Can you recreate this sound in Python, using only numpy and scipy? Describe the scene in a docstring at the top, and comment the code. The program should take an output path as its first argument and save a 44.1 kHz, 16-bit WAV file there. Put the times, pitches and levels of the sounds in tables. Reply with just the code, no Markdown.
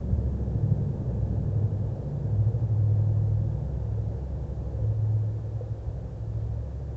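"""A wood at night, a helicopter far off, heard through the microphone of a small outdoor camera.
From the start the rotor throbs about 13 times a second over a dull roar, a faint hum and the hiss of the
microphone; its low harmonics swell and fade as the air bends their paths. Low thuds fall in the first
second, then soft hollow knocks come nearby while the helicopter slowly draws away, its growl dying first.
A brighter rush passes midway, and two weaker thuds follow the last knock."""
import sys
import numpy as np
from scipy import signal
from scipy.fft import rfft, irfft
from scipy.io import wavfile

SR = 44100
rng = np.random.default_rng(int(sys.argv[2]) if len(sys.argv) > 2 else 0)


def wav_out(sig):
    """Save sig, one row per channel (or a flat mono array), as 16-bit PCM at SR to the path in sys.argv[1]."""
    wavfile.write(sys.argv[1], SR, np.round(np.clip(np.atleast_2d(sig).T, -1, 1) * 32767).astype(np.int16))


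N = 307332
TIME = np.arange(N) / SR

# Rotor speed, dipping once and creeping back up. Each row: time in seconds, blade passes per second.
BLADE_RATE = [(0, 13.8), (.2, 13.73), (.45, 13.25), (.8, 12.92), (2.2, 13.0), (4, 13.36), (6.97, 13.62)]
# The roar at the microphone. Each row: time in seconds, level in dB.
ROAR_LEVEL = [(0, -45.5), (1.25, -43.5), (3.3, -46), (4.8, -45.5), (5.3, -47.5), (6.97, -47.5)]


def rotor(flutter=.12, fade_db=3.0):
    """Blade-pass harmonics from far off; shifting air paths fade each one and smear the beat to a drone."""
    # The strongest harmonics between swells. Each row: harmonic number, level in dB.
    strong_tones = [(5, -41), (8, -42), (9, -51.5), (11, -53.5)]
    # The air carries one harmonic well. Each row: start and end in seconds, harmonic, added tone in dB.
    clear_paths = [ (.07, 0.167, 8, -32), (.07, .55, 5, -32.5), (.42, .66, 9, -34.5),
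                   (.46, 0.884, 8, -33.5), (.55, .93, 11, -34), (1.053, 1.42, 5, -38.5),
                   (1.17, 1.55, 8, -34), (1.32, 1.59, 11, -34.5), (1.53, 1.76, 9, -33),
                   (1.553, 1.86, 8, -29.5), (2.017, 2.36, 11, -34.5), (2.313, 2.547, 8, -25.5),
                   (2.33, 2.53, 5, -37.5), (2.343, 2.842, 9, -30), (2.67, 3.472, 8, -25),
                   (2.786, 3.78, 11, -36.5), (3.17, 4.97, 5, -40.5), (3.85, 4.107, 8, -30.5),
                   (4.3, 4.72, 11, -44.5), (4.797, 5.354, 8, -27), (5.378, 5.7, 8, -37.5),
                   (6.22, 6.6, 8, -36), (6.33, 6.97, 5, -42)]
    # Weaker low harmonics. Each row: harmonic number, dB against the rumble.
    rumble_tones = [(3, -20), (6, -9.5), (7, -5), (10, -4.5), (12, -11.5), (13, -9)]
    # Middle harmonics. Each row: harmonic number, dB against the growl.
    growl_tones = [(15, -11), (17, -11)]
    # High harmonics. 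Each row: harmonic number, dB against the roar.
    roar_tones = [(19, -15.5), (23, -16), (26, -12), (28, -19.5)]
    passes = blade_passes(lead=.41)
    out = np.zeros(N)
    for harmonic, rest_db in strong_tones:
        swells = sum(swell(start, end, db) for start, end, k, db in clear_paths if k == harmonic)
        level = (gain_of(rest_db) + swells) * (1 + flutter * drift(12))
        out += level * np.cos(2 * np.pi * (harmonic * passes + .089 * drift(.98)))
    # The weaker harmonics arrive mostly scattered, and rise and fall with the noise around them.
    bands = (rumble_tones, rumble_level()), (growl_tones, growl_level()), (roar_tones, curve(ROAR_LEVEL))
    for tones, band_db in bands:
        for harmonic, db in tones:
            level = gain_of(band_db + db + fade_db * drift(2.2))
            cycles = harmonic * passes + rng.random() + .25 * drift(1.5)
            out += level * np.cos(2 * np.pi * cycles)
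    return np.sqrt(2) * out


def blade_passes(lead):
    """Running count of blade passes, starting from lead."""
    return np.cumsum(curve(BLADE_RATE)) / SR + lead


def rumble(body_boost_db=1.0, chop_depth=.36):
    """Air churned by the rotor: a deep body, and above it a growl that pulses with each blade."""
    # Spectrum of the body. Each row: frequency in Hz, relative level in dB.
    body_colour = [(10, -13), (25, -8.5), (42, -6.5), (60, 2.5), (85, -7), (120, 10), (150, -2.5),
                   (180, -9.5), (210, -23), (300, -33), (600, -65.5)]
    # Spectrum of the growl. Each row: frequency in Hz, relative level in dB.
    growl_colour = [(90, -35.5), (140, -3.5), (180, 6.5), (222, -2.5), (265, -10.5), (330, -10.5),
                    (450, -10.5), (650, -33), (1000, -68.5)]
    body = gain_of(rumble_level() + body_boost_db) * noise(body_colour)
    growl = gain_of(growl_level()) * noise(growl_colour)
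    chop = 1 + chop_depth * np.cos(2 * np.pi * blade_passes(lead=.35))
    return body + growl * chop


def rumble_level():
    """Level in dB of the deep rumble, which sinks slowly with distance."""
    return receding(-36.5, db_per_doubling=-5.5)


def growl_level():
    """Level in dB of the growl, which sinks fast with distance and dips once near the end."""
    # The dip: start and end in seconds, then a depth in dB of which it reaches about nine tenths.
    dip = (5.8, 6.65, -7.5)
    start, end, depth_db = dip
    return receding(-38.5, db_per_doubling=-12.5) + depth_db * swell(start, end, db=-1)


def receding(db, db_per_doubling, leave_s=1.37, share_per_s=.36):
    """Level in dB as the helicopter holds its distance, then adds a share of that distance each second."""
    distance = 1 + share_per_s * np.maximum(TIME - leave_s, 0)
    return db + db_per_doubling * np.log2(distance)


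def roar(waver_db=.46, rush_db=-58.5, rush_peak_s=3.3, rush_width_s=1.2):
    """A distant wash, its treble lost to the air on the way; a brighter rush swells once inside it."""
    # Spectrum of the wash. Each row: frequency in Hz, relative level in dB.
    wash_colour = [(120, -6), (215, -7.5), (280, -2), (345, -2), (400, -3), (470, 1.5), (540, 1), (640, -7),
                   (860, -11.5), (1000, -18), (1300, -29), (1700, -27), (2100, -41.5), (4000, -63)]
    wash = gain_of(curve(ROAR_LEVEL) + waver_db * drift(11)) * noise(wash_colour)
    rush = noise([(450, -20), (650, 7), (900, -1.5), (1100, -13.5), (2000, -37.0)])
    rush_shape = np.exp(-((TIME - rush_peak_s) / rush_width_s) ** 2)
    return wash + gain_of(rush_db) * rush_shape * rush


def thuds(width_s=.0092):
    """Rounded pushes of air at the microphone, a few cycles long."""
    # Brief low thuds. Each row: centre in seconds, peak in dB, pitch in Hz.
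    pushes = [(.135, -15, 84), (.645, -20.5, 121), (0.723, -14, 135), (0.876, -24, 129), (5.724, -28.5, 95),
              (5.887, -24, 85)]
    out = np.zeros(N)
    for centre, db, hz in pushes:
        t = TIME - centre
        out += gain_of(db) * np.exp(-(t / width_s) ** 2) * np.cos(2 * np.pi * hz * t)
    return out


def knocks(rise_s=.0014, t60_s=.07):
    """Light blows near the microphone, each ringing one short hollow mode."""
    # Soft knocks. Each row: start in seconds, level in dB that the decay starts from, pitch in Hz.
    blows = [(1.054, -36, 446), (2.015, -32, 453), (2.198, -36.5, 474), (2.541, -30, 495),
             (3.975, -34.5, 468), (4.738, -34, 530), (4.788, -30.5, 520), (4.836, -32, 484),
             (5.608, -27.5, 497)]
    out = np.zeros(N)
    for start, db, hz in blows:
        t = np.maximum(TIME - start, 0)
        envelope = gain_of(db - 60 * t / t60_s) * (1 - np.exp(-t / rise_s))
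        out += envelope * np.sin(2 * np.pi * hz * t)
    return out


def hum(hz=55.05, rest_db=-55, wander_cycles=.057):
    """A second machine in the background: one faint low tone that beats against the rotor."""
    # The hum comes through in swells. Each row: start and end in seconds, added tone in dB.
    hum_swells = [(0, .25, -46), (2.755, 4.095, -48.5), (4.3, 5.0, -45), (5.795, 6.596, -44)]
    level = gain_of(rest_db) + sum(swell(*row) for row in hum_swells)
    return np.sqrt(2) * level * np.sin(2 * np.pi * (hz * TIME + wander_cycles * drift(1.3)))


def swell(start, end, db, rise_s=.031, fall_s=.045):
    """Gain that rises quickly, holds, and falls more slowly."""
    rise = .5 + .5 * np.tanh(.5 * (TIME - start) / rise_s)
    fall = .5 + .5 * np.tanh(.5 * (end - TIME) / fall_s)
    return gain_of(db) * rise * fall


def drift(top_hz):
    """Slow random wander of rms 1, moving up to top_hz times a second."""
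    coarse_time = TIME[::256]
    rates = top_hz * np.geomspace(1 / 10, 1, num=20)
    waves = np.sin(2 * np.pi * (rates[:, None] * coarse_time + rng.random((len(rates), 1))))
    return unit_rms(np.interp(TIME, coarse_time, waves.sum(0)))


def noise(colour):
    """Noise of rms 1, its spectrum shaped by rows of Hz and dB."""
    hz, db = np.transpose(colour)
    shape_db = np.interp(np.log(np.fft.rfftfreq(N, 1 / SR) + 1), np.log(hz), db)
    return unit_rms(irfft(rfft(rng.standard_normal(N)) * gain_of(shape_db), N))


def curve(rows):
    """Joins rows of seconds and value by straight lines."""
    return np.interp(TIME, *np.transpose(rows))


def gain_of(db):
    """Decibels to amplitude."""
    return 10 ** (np.asarray(db) / 20)


def unit_rms(x):
    """Scales to rms 1."""
    return x / np.sqrt(np.mean(x ** 2) + 1e-20)


def scene():
    """The far helicopter and the nearer sounds of the wood, all at one microphone."""
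    return (rotor() + rumble() + roar() + thuds() + knocks() + hum())[None]


def record(dry, hiss_db=-65, cutoff_hz=8500):
    """The sound starts and stops without a click, over a steady hiss, with the high treble cut."""
    # Spectrum of the microphone's hiss. Each row: frequency in Hz, relative level in dB.
    hiss_colour = [(200, 2.5), (1200, 13), (1550, 9), (1780, 8.5), (1950, 4), (2500, 2), (3500, 0.9),
                   (5500, -1), (7150, -1.5), (7700, -6.5), (8600, -19)]
    soft_ends = signal.windows.tukey(N, .003)
    with_hiss = soft_ends * dry + gain_of(hiss_db) * noise(hiss_colour)
    low_pass = signal.firwin(101, cutoff_hz, window=("kaiser", 8), fs=SR)
    return signal.oaconvolve(with_hiss, low_pass[None], "same")


dry = scene()
out = record(dry)
wav_out(out)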